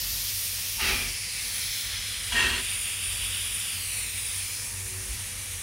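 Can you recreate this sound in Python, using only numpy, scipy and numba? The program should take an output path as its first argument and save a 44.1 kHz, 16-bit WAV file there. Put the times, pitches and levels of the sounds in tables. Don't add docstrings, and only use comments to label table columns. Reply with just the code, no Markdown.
import sys
import numpy as np
from scipy import signal
from scipy.fft import rfft, irfft, next_fast_len
from scipy.io import wavfile
from numba import njit

SR = 44100
rng = np.random.default_rng(int(sys.argv[2]) if len(sys.argv) > 2 else 0)


def bounce(signal):
    frames = np.transpose(np.atleast_2d(signal))
    limited = np.clip(frames, -1, 1)
    pcm = np.round(limited * 32767).astype(np.int16)
    wavfile.write(sys.argv[1], SR, pcm)


def elevation(decibels):
    levels = np.asarray(decibels, float)
    return 10 ** (levels / 20)


N = 247842
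FINE = 4


def rms_one(x):
    return x / np.sqrt(np.mean(x ** 2) + 1e-20)


def in_time(rows):
    s, *columns = np.transpose(rows)
    return [np.interp(np.arange(N) / SR, s, c) for c in columns]


def drift(rate):
    step = 40
    r = np.exp(-2 * np.pi * step * rate / SR)
    points = rng.standard_normal(N // step + 2002)
    slow = signal.lfilter([1], [1, -2 * r, r * r], points)[2000:]
    return np.interp(np.arange(N) / step, np.arange(len(slow)), rms_one(slow))


def coloured(spectrum, edge_db=-30):
    (first_hz, first_db), (last_hz, last_db) = spectrum[0], spectrum[-1]
    below = [(first_hz / 2, edge_db + first_db)]
    above = [(last_hz * 2, edge_db + last_db)]
    hz, db = np.transpose(below + list(spectrum) + above)
    size = next_fast_len(N)
    bins = np.arange(1, size // 2 + 2) * SR / size
    gain = elevation(np.interp(np.log(bins), np.log(hz), db))
    return rms_one(irfft(rfft(rng.standard_normal(size)) * gain, size)[:N])


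@njit
def sweep(x, cosine, r):
    y = np.zeros(len(x))
    for i in range(2, len(x)):
        y[i] = x[i] - x[i - 2] + 2 * r * cosine[i] * y[i - 1] - r * r * y[i - 2]
    return y


def resonant(hz, width_hz, count=1):
    cosine = np.cos(2 * np.pi * hz / SR) * np.ones(N)
    x = rng.standard_normal(N)
    for _ in range(count):
        x = sweep(x, cosine, np.exp(-np.pi * width_hz / SR))
    return rms_one(x)


def pipes(modes):
    return rms_one(sum(elevation(db) * np.sqrt(width) * resonant(hz, width) for hz, width, db in modes))


def peaked(s, length, db, rise, fall):
    t = np.arange(N) / SR
    return db - rise * np.maximum(s - t, 0) - fall * np.maximum(t - s - length, 0)


def finer(x):
    return signal.resample_poly(x, FINE, 1)


def delayed(fine, lag_ms):
    return np.interp((np.arange(N) - lag_ms * SR / 1000) * FINE, np.arange(len(fine)), fine, left=0)


def dulled(x, cut_hz):
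    return signal.sosfiltfilt(signal.butter(3, cut_hz, fs=SR, output="sos"), x)


# [f/Hz, level/dB per Hz]
STREET_COLOUR = [(59, -38), (100, -0.5), (130, -11), (166, -13), (220, -13), (311, -24), (433, -21.5),
                 (490, -19.5), (547, -21.5), (700, -23.5), (783, -20), (1520, -18.5), (1900, -10.5),
                 (2470, -55), (4180, -120)]


def street():
    noise = coloured(STREET_COLOUR) + elevation(-15.5) * resonant(490.5, 18)
    return elevation(-49 + 0.81 * drift(14.0)) * noise


# [multiple of the hum, level/dB]
HUM_OVERTONES = [
    (4, -25.5),
    (10, -27),
]


def generator(draught_db):
    hum_hz = 93.8
    hum_db = -50.5 + 1.1 * np.arange(N) / SR + 0.21 * draught_db
    phase = 2 * np.pi * np.cumsum(hum_hz + 0.34 * drift(2.3)) / SR
    hum = 1.05 * np.sin(phase) + 0.58 * resonant(hum_hz, width_hz=7.2)
    nearer_db = np.linspace(-56, -43, N)
    whine = np.zeros(N)
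    for multiple, db in HUM_OVERTONES:
        whine += elevation(db + nearer_db + 8.2 * drift(1.2)) * np.sin(round(multiple) * phase)
    return elevation(hum_db) * hum + whine


# [t/s, peak level/dB]
GULPS = [(.12, -41.5), (.58, -43.5), (.91, -34), (1.06, -37.5), (1.47, -43.5), (1.92, -39.5), (2.36, -39),
         (2.47, -34.5), (2.8, -45), (3.16, -37.5), (3.5, -45), (4.12, -44), (4.76, -46), (5.1, -38.5),
         (5.37, -41), (5.54, -43)]


def draught(fire_db):
    gulps_db = [peaked(s, 0, db, rise=88, fall=76) for s, db in GULPS]
    return np.maximum(np.max(gulps_db, axis=0), fire_db)


# [f/Hz, level/dB per Hz]
RUMBLE = [(14, -36), (24, -28), (36, -8), (48, 1.5), (58, -2), (70, -7), (85, -14.5)]


def firebox(rumble_db):
    return elevation(rumble_db) * coloured(RUMBLE, edge_db=-22.0)


def yard():
    fire_db = -49
    rumble_db = draught(fire_db)
    return street() + generator(rumble_db - fire_db) + firebox(rumble_db)


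# [lag/ms, level/dB]
WALLS = [(1.5, -25), (3.4, -29), (4.4, -18), (6.1, -17), (8.3, -23), (11.7, -20), (15.9, -23.5), (23, -16)]


def walls(x):
    fine = finer(x)
    return x + sum(elevation(db) * delayed(fine, ms + 0.041 * drift(0.83)) for ms, db in WALLS)


# [t/s,
# length/s, f/Hz, sag/Hz per s, level/dB]
WHISTLES = [
    (60, [(.8, 0.017, 885, 604, -42.5), (.83, 0.11, 850, 110, -54)]),
    (170, [(.81, 0.085, 2810, 1900, -32), (.92, 0.084, 2460, 1100, -35), (1.03, .05, 2360, 300, -40)]),
    (120, [(2.34, 0.12, 2870, 1700, -31.5), (2.5, 0.048, 2800, 300, -37)]),
    (50, [(2.36, 0.12, 1862, 20, -29), (2.51, 0.062, 1883, 150, -34)]),
]


def whistles():
    out, t = np.zeros(N), np.arange(N) / SR
    for width_hz, notes in WHISTLES:
        for s, length, hz, sag, db in notes:
            level_db = np.maximum(peaked(s, length, db, rise=600, fall=450), -200)
            pitch_hz = hz - sag * np.clip(t - s, 0, length)
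            out += elevation(level_db) * resonant(pitch_hz, width_hz, count=2)
    return out


def stroke(s, swell, fall, length):
    open_s, shut_s = 0.026, 0.028
    last_db = -fall * (length - swell)
    return in_time([(s - open_s, -70), (s, -36), (s + open_s, -5.5), (s + swell, 0),
                    (s + length, last_db), (s + length + shut_s, last_db - 15),
                    (s + length + 2 * shut_s, -70)])[0]


# [t/s, peak level/dB, swell/s, fall/dB per s, length/s]
PUFFS = [
    (.775, -25, 0.11, 76, 0.312),
    (2.298, -24.5, 0.1, 46, .305),
]
# [f/Hz, level/dB per Hz]
PUFF_COLOURS = [
    [(290, -49), (500, -31), (841, -8), (1050, -13), (1220, -8.5), (1760, -3.5), (2620, -1), (3380, -17),
     (5890, -9), (8270, -41), (9000, -11), (11700, -20), (19800, -120)],
    [(290, -58), (500, -22), (677, -25), (782, -21), (893, -12), (1320, -9.5), (1820, -8.5), (2410, -12),
     (2750, -1), (3680, -15), (9000, -19), (11700, -57), (19800, -120)],
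]
# [f/Hz, width/Hz, level/dB]
PUFF_PIPES = [
    [(700, 12, -7.5), (1222, 34, -6.5), (1840, 20, -7), (2300, 140, -4.5), (3230, 200, -6.5),
     (3900, 290, -9), (4500, 510, -13)],
    [(693, 11, -8), (992, 24, -2.5), (1190, 22, -14), (1557, 25, -1), (1690, 100, -3), (2340, 44, -3),
     (3235, 140, -1), (3930, 45, -6.5), (4300, 57, -4), (4600, 30, -15)],
]
# [f/Hz, width/Hz, level/dB]
THUMP_PIPES = [(66.4, 11.5, -1), (183, 13, -17.5), (242, 7.3, -4), (378.5, 8, -3.5), (417, 14, -13.5)]


def puffs():
    out = whistles()
    for (s, db, *shape), colour, modes in zip(PUFFS, PUFF_COLOURS, PUFF_PIPES):
        body_db = db + stroke(s, *shape) + 0.16 * drift(17)
        thump_db = -36.5 + 0.89 * stroke(s + 0.02, *shape)
        body = elevation(-3.0) * coloured(colour) + elevation(-4) * pipes(modes)
        thump = elevation(0.5) * pipes(THUMP_PIPES) + elevation(-8.0) * coloured([(140, -1.5), (600, -3)])
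        out += elevation(body_db) * body + elevation(thump_db) * thump
    return out


# [f/Hz, level/dB per Hz]
TOP_COLOUR = [(9500, -1), (11500, -0.5), (13000, 1.5), (14200, 0.5), (15500, 2.5), (17000, -15.5)]


def mottled_top(patch_db):
    top, edges = coloured(TOP_COLOUR), np.arange(9500, 17001, 750)
    out = np.zeros(N)
    for k, pair in enumerate(zip(edges, edges[1:])):
        band = signal.sosfilt(signal.butter(2, pair, "band", fs=SR, output="sos"), top)
        out += (-1) ** k * elevation(patch_db * drift(1.7)) * band
    return rms_one(out)


def ridge(hz, db, width_hz, flutter_db):
    return elevation(db - 3.5 + flutter_db * drift(17)) * resonant(hz, width_hz, count=2)


# [f/Hz, level/dB per Hz]
JET_COLOUR = [(710, -53), (1200, -14.5), (1390, -33), (1940, -7.5), (2340, -1), (3160, -10), (4610, -11.5),
              (6410, -8), (9740, -2), (13000, -12.5)]
# [t/s, open sight of the jet level/dB, by way of the shelter level/dB, past the trunks level/dB]
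WALK = [(0, 11, 0.5, 8), (.92, 9.5, 0.5, 5.5), (1.25, -4.5, 1.5, 4.5), (1.5, 3.5, 3.5, 5),
        (1.75, 8, 4.5, 6.5), (1.95, -0.5, 6, 3.5), (2.3, -2, 5.5, 1.5), (2.6, -2, 7, -9),
        (3.0, -2, 4.5, -7), (3.35, 2, 7, -4), (3.62, -2, 5, -4), (3.8, 5, 4, 0), (4.0, 0, 2.2, -3.5),
        (4.4, 1, 1, 1.5), (4.55, 2, -4.5, 3), (4.8, -5, -13, -2), (5.15, -7, -3, -2), (5.62, -7, -6, -4)]
# [t/s, f/Hz, level/dB]
HIGH_RIDGE = [(0, 9800, -39.5), (.5, 9160, -35), (.85, 9500, -40), (1.1, 9700, -36.5), (1.3, 9550, -38),
              (1.58, 9950, -31.5), (1.8, 10100, -38), (1.95, 9600, -39), (2.28, 9450, -35.5), (2.53, 9000, -39.5),
              (2.65, 9480, -32.5), (3.65, 9670, -33), (3.82, 9280, -34.5), (3.97, 9500, -32), (4.12, 9150, -36),
              (4.27, 9500, -31), (4.65, 9600, -37.5), (5.62, 9650, -39)]
JET_FOLLOWS = (0.045, -0.16, -0.24, 0.37)


def leak():
    sight, shelter, trunks = in_time(WALK)
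    edge_hz, edge_db = in_time(HIGH_RIDGE)
    jet_db = -38.5 + np.dot(JET_FOLLOWS, [sight, shelter, trunks, edge_db - edge_db.mean()])
    jet = elevation(jet_db + 0.96 * drift(8.5)) * coloured(JET_COLOUR)
    top = elevation(-46.5 + sight + 0.3 * drift(9.2)) * mottled_top(patch_db=2.5)
    low = ridge(2564 + 18 * shelter + 14 * sight, -39 + shelter, width_hz=2460, flutter_db=0.79)
    mid = ridge(4970 - 52 * shelter, -39 + trunks, width_hz=3240, flutter_db=0.51)
    edge = ridge(edge_hz, edge_db, width_hz=1430, flutter_db=1.0)
    return jet + top + low + mid + edge


# [offset/ms, share]
ECHO = [
    [(-.1, 0.12), (0, 3.4), (.12, 0.77)],
    [(-.1, 0.6), (0, -2.5), (.11, -0.2)],
    [(-.235, -0.24), (0, -1.01), (.235, -.3)],
]
ECHO_CUT_HZ = [
    5400,
    12000,
    11000,
]
# [t/s, lag/ms, strength]
HAND = [(0, 0.24, 0.017), (.8, .35, 0.07), (1.0, 0.36, .12), (1.25, 0.42, 0.15), (1.42, .46, 0.061),
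        (1.6, 0.51, 0.13), (2.3, 0.56, 0.078), (2.5, .46, 0)]
TRUNK = [(1.35, 1, 0), (1.6, 1.04, 0.062), (1.9, 1.06, 0.069), (2.25, 1.1, 0.09), (2.4, 1.1, .03),
         (2.65, .95, 0.04), (4.3, 0.98, 0.0076), (4.5, 1.08, 0.11), (4.68, 1.02, 0.05), (4.76, 1.02, 0),
         (4.8, .36, 0.039), (5.0, 0.4, 0.032), (5.62, 0.41, 0.098)]
SHELTER = [(2.54, 0.46, .01), (2.63, .479, 0.18), (2.9, 0.5, .33), (3.3, 0.47, .33), (3.65, .474, .33),
           (3.8, .54, .36), (3.97, .597, .42), (4.15, .655, .36), (4.32, .7, .26), (4.45, .74, 0)]


def hiss():
    direct = leak()
    heard = direct.copy()
    for shape, track, cut_hz in zip(ECHO, (HAND, TRUNK, SHELTER), ECHO_CUT_HZ):
        lag_ms, strength = in_time(track)
        returned = finer(dulled(direct, cut_hz))
        heard += strength * sum(share * delayed(returned, lag_ms + ms) for ms, share in shape)
    return heard


def scene():
    return np.tile(yard() + walls(puffs() + hiss()), (2, 1))


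# [t/s, low f/Hz, high f/Hz, level/dB]
SPLITS = [(-.01, 4950, 6930, -41), (-.01, 8740, 11150, -44), (-.01, 11840, 13870, -44),
          (.036, 11670, 13180, -44), (.687, 10900, 13090, -43), (.687, 13650, 15160, -47),
          (.756, 9560, 11070, -46), (1.987, 5120, 6330, -47), (1.987, 14510, 15750, -57),
          (2.033, 8830, 10380, -42), (2.033, 14510, 15750, -57), (2.405, 4520, 6630, -41),
          (2.405, 7800, 9650, -44), (2.405, 13400, 15750, -52), (2.428, 6100, 8400, -44),
          (2.428, 13050, 14640, -53), (2.567, 5040, 6890, -47), (2.707, 13700, 15200, -54),
          (3.009, 10850, 12400, -50), (4.030, 13090, 15200, -55), (4.193, 8180, 9690, -40),
          (4.704, 13700, 15160, -56), (5.424, 6800, 9040, -46)]


def splits():
    frame, grid = 2048, 581
    window = signal.windows.kaiser_bessel_derived(frame, 4 * np.pi)
    side, hz = np.zeros(N + 2 * frame), np.arange(frame // 2 + 1) * SR / frame
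    for s, low_hz, high_hz, db in SPLITS:
        band = irfft(rfft(rng.standard_normal(frame)) * (hz > low_hz) * (hz < high_hz))
        half_steps = round((s * SR - grid) * 2 / frame + 1)
        start = grid + half_steps * frame // 2
        side[start:start + frame] += elevation(db) * rms_one(band) * window
    return side[frame:frame + N]


def roll_off(x):
    return signal.sosfilt(signal.butter(12, 17070, fs=SR, output="sos"), x)


def record(dry):
    top_cut = signal.ellip(14, 0.3, 80, 15790, fs=SR, output="sos")
    mix = signal.sosfilt(top_cut, dry) + splits() * [[1], [-1]]
    return roll_off(mix)


dry = scene()
out = record(dry)
bounce(out)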